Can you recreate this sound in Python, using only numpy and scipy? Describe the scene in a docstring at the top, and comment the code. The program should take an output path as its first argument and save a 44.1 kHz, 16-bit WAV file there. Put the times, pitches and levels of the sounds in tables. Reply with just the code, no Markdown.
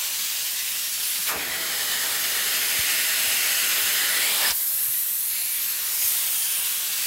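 """A plastic upholstery tool on a vacuum hose, drawn over an armchair cushion, close up. Pressed down, it hisses
through the weave, whistles at the lip and sucks droplets. Lifted, it gulps free air and its hollow head
resonates. It lands again by the backrest and is pulled back. Behind it: soft bumps of hand, hose and cloth
against the backrest, a distant humming motor, a small furnished room."""
import sys
import numpy as np
from scipy import signal
from scipy.io import wavfile
from scipy.ndimage import uniform_filter1d

SR = 44100
rng = np.random.default_rng(int(sys.argv[2]) if len(sys.argv) > 2 else 0)


def digitize_waveform(pressure):
    """Quantize a signal to 16-bit integers and store it at the path in sys.argv[1].

    Rows of a 2-D input are taken as channels; values are limited to [-1, 1].
    """
    field = np.atleast_2d(pressure).T
    bounded = np.clip(field, -1, 1)
    quanta = np.round(bounded * 32767).astype(np.int16)
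    wavfile.write(sys.argv[1], SR, quanta)


N = 311346
TIME_S = np.arange(N) / SR
FRAME_S = np.arange(N // 256 + 5)[:, None] * 256 / SR
BIN_HZ = np.fft.rfftfreq(1024, 1 / SR)

# Two strokes on the cloth. Each row: time in seconds, then weave, lip jet and edge leak levels in dB.
STROKE_IN = [(0, -28.7, -30, -44), (.17, -29.5, -28.4, -45.5), (.3, -27.5, -29.5, -48.5),
             (.97, -30, -29.5, -48.5), (1.03, -28, -26.5, -46.3), (1.27, -29, -26.6, -46.5)]
STROKE_BACK = [(4.55, -35.5, -25, -49), (4.82, -35, -23.5, -49.5), (5.27, -37, -25, -52.5),
               (5.36, -30.5, -25.1, -50), (5.55, -31.5, -25.5, -51), (5.74, -30, -28.2, -46),
               (5.91, -31.5, -26, -45.5), (6.08, -30, -21.5, -46), (6.25, -30, -24.5, -46),
               (6.55, -31, -24.5, -46), (6.93, -30, -27.5, -46.5), (7.06, -27.5, -28.5, -46.7)]
# Backrest echo. Each row: time in seconds, extra path in metres.
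BACKREST_PATH = [(0, 0.27), (1.3, 0.32), (4.55, 0.197), (4.85, .174), (5.18, 0.17), (5.3, 0.15),
                 (5.5, 0.159), (5.9, 0.18), (6.5, 0.21), (7.06, 0.23)]
# Lip whistles. Each row: midpoint in seconds, length in seconds, pitch in Hz, lift over the hiss in dB.
LIP_WHISTLES = [(1.003, .3, 11000, 4), (4.68, .22, 12400, 4), (4.92, 0.25, 11600, 4),
                (5.12, 0.29, 14150, 2), (5.1, 0.27, 12950, 2), (5.41, 0.39, 11100, 8), (5.6, .4, 13100, 5),
                (6.024, 0.2, 6600, 7), (6.5, .5, 9800, 6), (6.55, .17, 12350, 4), (6.55, .9, 3170, 4.5)]
# Mouth over the cushion. Each row: time in seconds, height in metres.
MOUTH_HEIGHT = [(1.3, 0.0064), (1.35, 0.014), (1.41, 0.08), (1.8, .1), (4.06, .1), (4.19, 0.086),
                (4.31, 0.057), (4.44, .017), (4.5, .006)]
# Mouth aim. Each row: time in seconds, facing from 0 (aside) to 1 (at the listener).
MOUTH_FACING = [(1.3, 0.35), (1.9, 0.18), (2.9, 0.81), (3.5, 0.95), (4.12, 0.59), (4.5, 0.6)]
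# Air modes of the head. Each row: centre in Hz, width in Hz, lift aside in dB, lift facing in dB.
HEAD_MODES = [(1340, 54, 6, -4), (1440, 120, -4.5, 5.5), (1836, 240, 7, 3), (2050, 190, -1, 4),
              (2680, 530, -7, 10), (2970, 280, 8, 1.5), (4300, 230, 1.5, 2), (5150, 126, 5.5, 5),
              (6425, 220, 4.5, 7.5), (7600, 900, 3, 4.5), (8940, 270, -2, 4.5)]
# Noise spectra. Each row: frequency in Hz, relative level in dB.
WEAVE_SPECTRUM = [(400, -32.5), (1200, -18.5), (1750, -5), (2100, -2.5), (2800, 0.5), (3700, -0.5),
                  (4600, 0), (5700, -1), (8000, -2), (9500, -8.5), (16000, -7)]
LEAK_SPECTRUM = [(60, -24), (250, -15), (500, -2), (800, 0), (1050, 5.5), (1300, 4.5), (1600, 7),
                 (2500, -10.5), (5000, -27)]
RUSH_SPECTRUM = [(25, -40), (60, -24), (110, -20.5), (200, -19), (500, -10.5), (1000, -7.5), (1600, -3),
                 (2100, -1), (3500, -1.5), (5000, -2), (5700, -8), (9000, -7.5), (16000, -13.5)]
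LIP_SPECTRUM = [(1500, -28.5), (4000, -3), (7000, -3.5), (9500, -2.5), (10700, 1.5), (12500, 2.5),
                (13500, -0.5), (16000, -0.5)]
MOTOR_SPECTRUM = [(20, -30), (40, -19), (58, -6), (80, 3.5), (130, -5), (170, -2), (260, -2.5), (400, -3),
                  (1000, -26), (4000, -83)]
# Slurps in the slot. Each row: start in seconds, gain in dB, centre in Hz, width in Hz, decay in seconds.
SLURPS = [(0.105, -30, 3600, 1000, .009), (0.677, -32, 2500, 900, .012), (1.0, -35.5, 3440, 2000, .03),
          (1.03, -32, 4860, 2000, .05), (1.13, -31, 4700, 1500, 0.061), (3.81, -35, 2720, 1200, 0.029),
          (4.44, -30, 1740, 220, 0.04), (4.46, -32, 5050, 300, 0.1), (4.505, -17, 5400, 1500, 0.0094),
          (5.598, -36.5, 3450, 1700, .06), (6.02, -26, 2870, 1400, .014)]
# Soft bumps of hand and hose, and of the cloth pushing against the backrest. Each row: start in seconds, gain
# in dB, final pitch in Hz, time scale in seconds.
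SOFT_BUMPS = [(1.185, -41, 170, 0.015), (1.354, -36, 68.6, 0.021), (1.5, -44, 62, .025),
              (2.475, -44, 50.5, .015), (2.789, -26.5, 62, 0.009), (3.274, -36, 50, 0.012),
              (3.832, -40, 70, .014), (4.502, -34, 52, 0.015), (4.72, -51, 151, 0.034),
              (4.87, -45, 118, 0.033), (6.042, -42, 70, 0.015)]
# Motor and hose hums. Each row: pitch in Hz, level with the mouth sealed in dB, level with it open in dB.
MOTOR_HUMS = [(190.4, -69.5, -62.5), (352, -79, -83), (651, -73, -53.5), (814, -75, -56)]

OPEN_S, LIFT_S, LAND_S = 1.271, 1.284, 4.522  # a corner opens, the mouth lifts, it seals again
GULP_DECAY_S = 0.27
CLEAR_M = 0.1  # the head rings freely above this height
SOUND_M_PER_S = 343


def tool_on_cloth(nearest_m=0.14, echo_reach_m=0.045, sag_hz_per_m=5000, spread_hz_per_m=41000):
    """Air squeezes through the weave, sizzles in fine jets at the lip and leaks round the edge."""
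    strokes = STROKE_IN + STROKE_BACK
    weave_db, jets_db, leak_db = follow(strokes, TIME_S)
    path_m, = follow(BACKREST_PATH, FRAME_S)
    away_m = path_m - nearest_m
    tone = amp(whistle_lift_db(path_m)) * echo(path_m, 0.29 * np.exp(-away_m / echo_reach_m))
    weave = amp(weave_db) * turbulence(colour(WEAVE_SPECTRUM) * tone, patchy_db=1.85, flutter_db=0.87)
    # A tighter seal passes less weave hiss and narrows the sizzle.
    looseness = amp(0.29 * (follow(strokes, FRAME_S)[0] + 31.5))
    width_hz = (4900 + spread_hz_per_m * away_m) * looseness
    sizzle = bell(12520 - sag_hz_per_m * away_m, width_hz) ** 0.56
    sizzle *= BIN_HZ ** 2 / (BIN_HZ ** 2 + 5000 ** 2)
    jets = amp(jets_db) * turbulence(sizzle * tone, patchy_db=2.25, flutter_db=0.5)
    leak = amp(leak_db) * turbulence(colour(LEAK_SPECTRUM), patchy_db=1.2, flutter_db=0.5)
    return weave + jets + leak + amp(weave_db - 13) * droplets()


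def whistle_lift_db(path_m, width_share=0.083):
    """Fuzzy lip whistles swell and fade; pitch is inverse to the backrest echo's path."""
    lift_db = 0
    for middle_s, length_s, hz, db in LIP_WHISTLES:
        pitch_hz = hz * follow(BACKREST_PATH, middle_s)[0] / path_m
        swell = np.exp(-(2 * (FRAME_S - middle_s) / length_s) ** 2)
        lift_db += db * swell * bell(pitch_hz, 150 + width_share * pitch_hz)
    return lift_db


def tool_in_air(recover_s=1.1, approach_s=3.86, dive_s=4.08, pinch_s=4.458, cloth_cutoff_hz=3670):
    """Free air rushes through the head and hisses at the lip; the cushion's echo sweeps with height."""
    height_m, = follow(MOUTH_HEIGHT, FRAME_S)
    facing, = follow(MOUTH_FACING, FRAME_S)
    dip_db = 6 * level_dip(recover_s, TIME_S)
    rush_db = -24.5 - dip_db + step(pinch_s, 0.008)  # the last narrow slit swells the rush
    lip_db = -23 - dip_db - 3.5 * level_dip(GULP_DECAY_S, TIME_S)
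    # Tipped at the cushion, the mouth loses treble and the echo grows.
    muffle = amp(-4 * step(dive_s, 0.08, FRAME_S) * bell(6500, 2900))
    bounce = 0.18 + 0.28 * step(approach_s, 0.21, FRAME_S) * height_m / CLEAR_M
    head = head_resonance(height_m, facing) * muffle
    cushion = echo(2 * height_m, bounce / (1 + (BIN_HZ / cloth_cutoff_hz) ** 4))
    aside_bass = amp(5 * (1 - facing) / (1 + (BIN_HZ / 500) ** 2))
    rush_shape = colour(RUSH_SPECTRUM) * head * cushion * air_gap(height_m) * aside_bass
    rush = turbulence(rush_shape, patchy_db=1.0, flutter_db=0.61)
    lip = turbulence(colour(LIP_SPECTRUM) * head, patchy_db=2.04, flutter_db=0.14)
    return amp(rush_db) * rush + amp(lip_db) * lip


def head_resonance(height_m, facing, stiffening=0.59, reach_hz=4000):
    """Gain of the head's air modes; nearby cloth raises the low ones in pitch and damps them."""
    covered = np.clip(1 - height_m / CLEAR_M, 0, 1)
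    lift_db = 0
    for hz, width_hz, aside_db, front_db in HEAD_MODES:
        grip = covered / (1 + (hz / reach_hz) ** 8)
        free_db = aside_db + facing * (front_db - aside_db)
        lift_db += (1 - grip ** 2) * free_db * bell(hz * (1 + stiffening * grip), width_hz)
    return amp(lift_db)


def air_gap(height_m, gulp_hz=3400, hollow_hz=220, fall_s=0.032, return_s=3.4):
    """Gain of the gap under the mouth: a plunging, dull gulp on opening, a rising ring on closing."""
    age_s = np.maximum(FRAME_S - OPEN_S, 0)
    opening_hz = hollow_hz + (gulp_hz - hollow_hz) * np.exp(-age_s / fall_s)
    closing_hz = 710 * (CLEAR_M / height_m) ** 0.15
    ring_hz = opening_hz + step(return_s, 0.2, FRAME_S) * (closing_hz - opening_hz)
    ring_db = (2 + 6 * np.exp(-age_s / GULP_DECAY_S)) * bell(ring_hz, 300 + ring_hz)
    treble_loss_db = 13.5 * level_dip(GULP_DECAY_S, FRAME_S) * BIN_HZ ** 4 / (BIN_HZ ** 4 + 3000 ** 4)
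    radiation = BIN_HZ / np.hypot(BIN_HZ, 0.25 * ring_hz)
    return amp(ring_db - treble_loss_db) * radiation


def level_dip(recover_s, time_s, start_s=1.313):
    """Dip depth, 0 to 1: the rush drops in level just after the lift, then recovers."""
    return step(start_s, 0.024, time_s) * np.exp(-np.maximum(time_s - start_s, 0) / recover_s)


def droplets(rate_per_s=600, spread_db=0.5, decay_cycles=3.7):
    """Water drops tick against the inside of the plastic head."""
    age_s = np.arange(256) / SR
    pitches_hz = np.geomspace(2800, 10000, num=12)
    out = np.zeros(N)
    for hz in pitches_hz:
        sizes = amp(-spread_db * np.minimum(rng.exponential(1, N), 3))
        hits = rng.random(N) < rate_per_s / len(pitches_hz) / SR
        tick = np.sin(2 * np.pi * hz * age_s) * np.exp(-hz * age_s / decay_cycles)
        out += signal.oaconvolve(sizes * hits, tick)[:N]
    return unit(out)


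def slurps(attack_s=0.00081):
    """Water or cloth briefly narrows the slot: a short rasp."""
    out = np.zeros(N)
    for start_s, db, hz, width_hz, decay_s in SLURPS:
        age_s = np.maximum(TIME_S - start_s, 0)
        rasp = turbulence(bell(hz, width_hz), patchy_db=2.5, flutter_db=6.5)
        out += amp(db) * rasp * (1 - np.exp(-age_s / attack_s)) * np.exp(-age_s / decay_s)
    return out


def bumps(sag_s=0.0027):
    """Hand, hose and cloth pressed against the backrest give low, heavily damped pushes that sag in pitch."""
    out = np.zeros(N)
    for start_s, db, hz, scale_s in SOFT_BUMPS:
        age_s = np.maximum(TIME_S - start_s, 0)
        cycles = hz * (age_s + 0.013 * (1 - np.exp(-age_s / sag_s)))
        envelope = age_s / scale_s * np.exp(1 - 1.9 * age_s / scale_s)
        out += amp(db) * envelope * np.sin(2 * np.pi * cycles)
    return out


def motor(opened, waver_share=0.01456, rumble_db=-62):
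    """Distant suction motor: rumble and wavering hums; most carry better up an open hose."""
    out = amp(rumble_db) * turbulence(colour(MOTOR_SPECTRUM), patchy_db=-1.0, flutter_db=1.1)
    for hz, sealed_db, open_db in MOTOR_HUMS:
        pitch_hz = hz * (1 + waver_share * drift(N, span=900))
        swell = 1 + 0.81 * drift(N, span=2500)
        hum = swell * np.sin(2 * np.pi * np.cumsum(pitch_hz) / SR)
        out += amp(sealed_db + opened * (open_db - sealed_db)) * unit(hum)
    return out


def room(x, wet_db=-16, t60_s=0.078, echoes_per_s=1500, predelay_s=0.004):
    """Small furnished room: sparse reflections that die quickly."""
    delay_s = np.arange(SR // 3) / SR
    taps = rng.standard_normal(len(delay_s)) * (rng.random(len(delay_s)) < echoes_per_s / SR)
    taps *= (delay_s > predelay_s) * amp(-60 * delay_s / t60_s)
    return x + amp(wet_db) * signal.oaconvolve(x, taps / np.linalg.norm(taps))[:N]


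def turbulence(shape, patchy_db, flutter_db):
    """Noise of rms 1 with a moving spectrum; eddies make patches in it and flutter its level."""
    real, imag, eddies = rng.standard_normal((3, len(FRAME_S), len(BIN_HZ)))
    eddies = uniform_filter1d(eddies, size=30, axis=0)
    eddies = unit(uniform_filter1d(eddies, size=7, axis=1))
    flutter = drift(len(FRAME_S), span=6)[:, None]
    shape = shape / np.linalg.norm(shape, axis=-1, keepdims=True)
    spectra = (real + 1j * imag) * shape * amp(patchy_db * eddies + flutter_db * flutter)
    return unit(signal.istft(spectra.T, nperseg=1024, noverlap=768)[1][:N])


def echo(path_m, strength):
    """Comb gain of a sound plus its reflection over an extra path."""
    return abs(1 + strength * np.exp(-2j * np.pi * BIN_HZ * path_m / SOUND_M_PER_S))


def bell(centre_hz, width_hz):
    """Power response of one resonance, 1 at its centre."""
    return 1 / (1 + (2 * (BIN_HZ - centre_hz) / width_hz) ** 2)


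def colour(spectrum):
    """Gain per bin of a spectrum table."""
    hz, db = np.transpose(spectrum)
    return amp(np.interp(np.log(BIN_HZ + 1), np.log(hz), db))


def follow(rows, time_s):
    """Each value column of a curve table at the given times."""
    knots_s, *columns = np.transpose(rows)
    return [np.interp(time_s, knots_s, column) for column in columns]


def step(middle_s, ease_s, time_s=TIME_S):
    """Smooth rise from 0 to 1."""
    return 0.5 + 0.5 * np.tanh((time_s - middle_s) / ease_s)


def drift(count, span):
    """Noise of rms 1, averaged over span points."""
    return unit(uniform_filter1d(rng.standard_normal(count), size=span))


def amp(db):
    """Decibels to gain."""
    return 10 ** (np.asarray(db) / 20)


def unit(x):
    """Scales to rms 1."""
    return x / np.sqrt(np.mean(x ** 2) + 1e-20)


def scene():
    """The seal breaks at one corner, lets go, then snaps shut on landing. 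Mono."""
    landed = step(LAND_S, 0.013)
    sealed = 1 - step(LIFT_S, 0.017) + landed
    opened = step(OPEN_S, 0.014) * (1 - landed)
    tool = sealed * tool_on_cloth() + opened * tool_in_air() + slurps()
    mix = room(tool) + bumps() + motor(opened)
    return np.array([mix, mix])


def record(dry):
    """The small microphone loses bass below 36 Hz; the band ends at 15.8 kHz."""
    thin = signal.sosfilt(signal.butter(2, 36, "high", fs=SR, output="sos"), dry)
    lowpass = signal.firwin(801, 15800, window=("kaiser", 9), fs=SR)
    return signal.oaconvolve(thin, lowpass[None], "same")


dry = scene()
out = record(dry)
digitize_waveform(out)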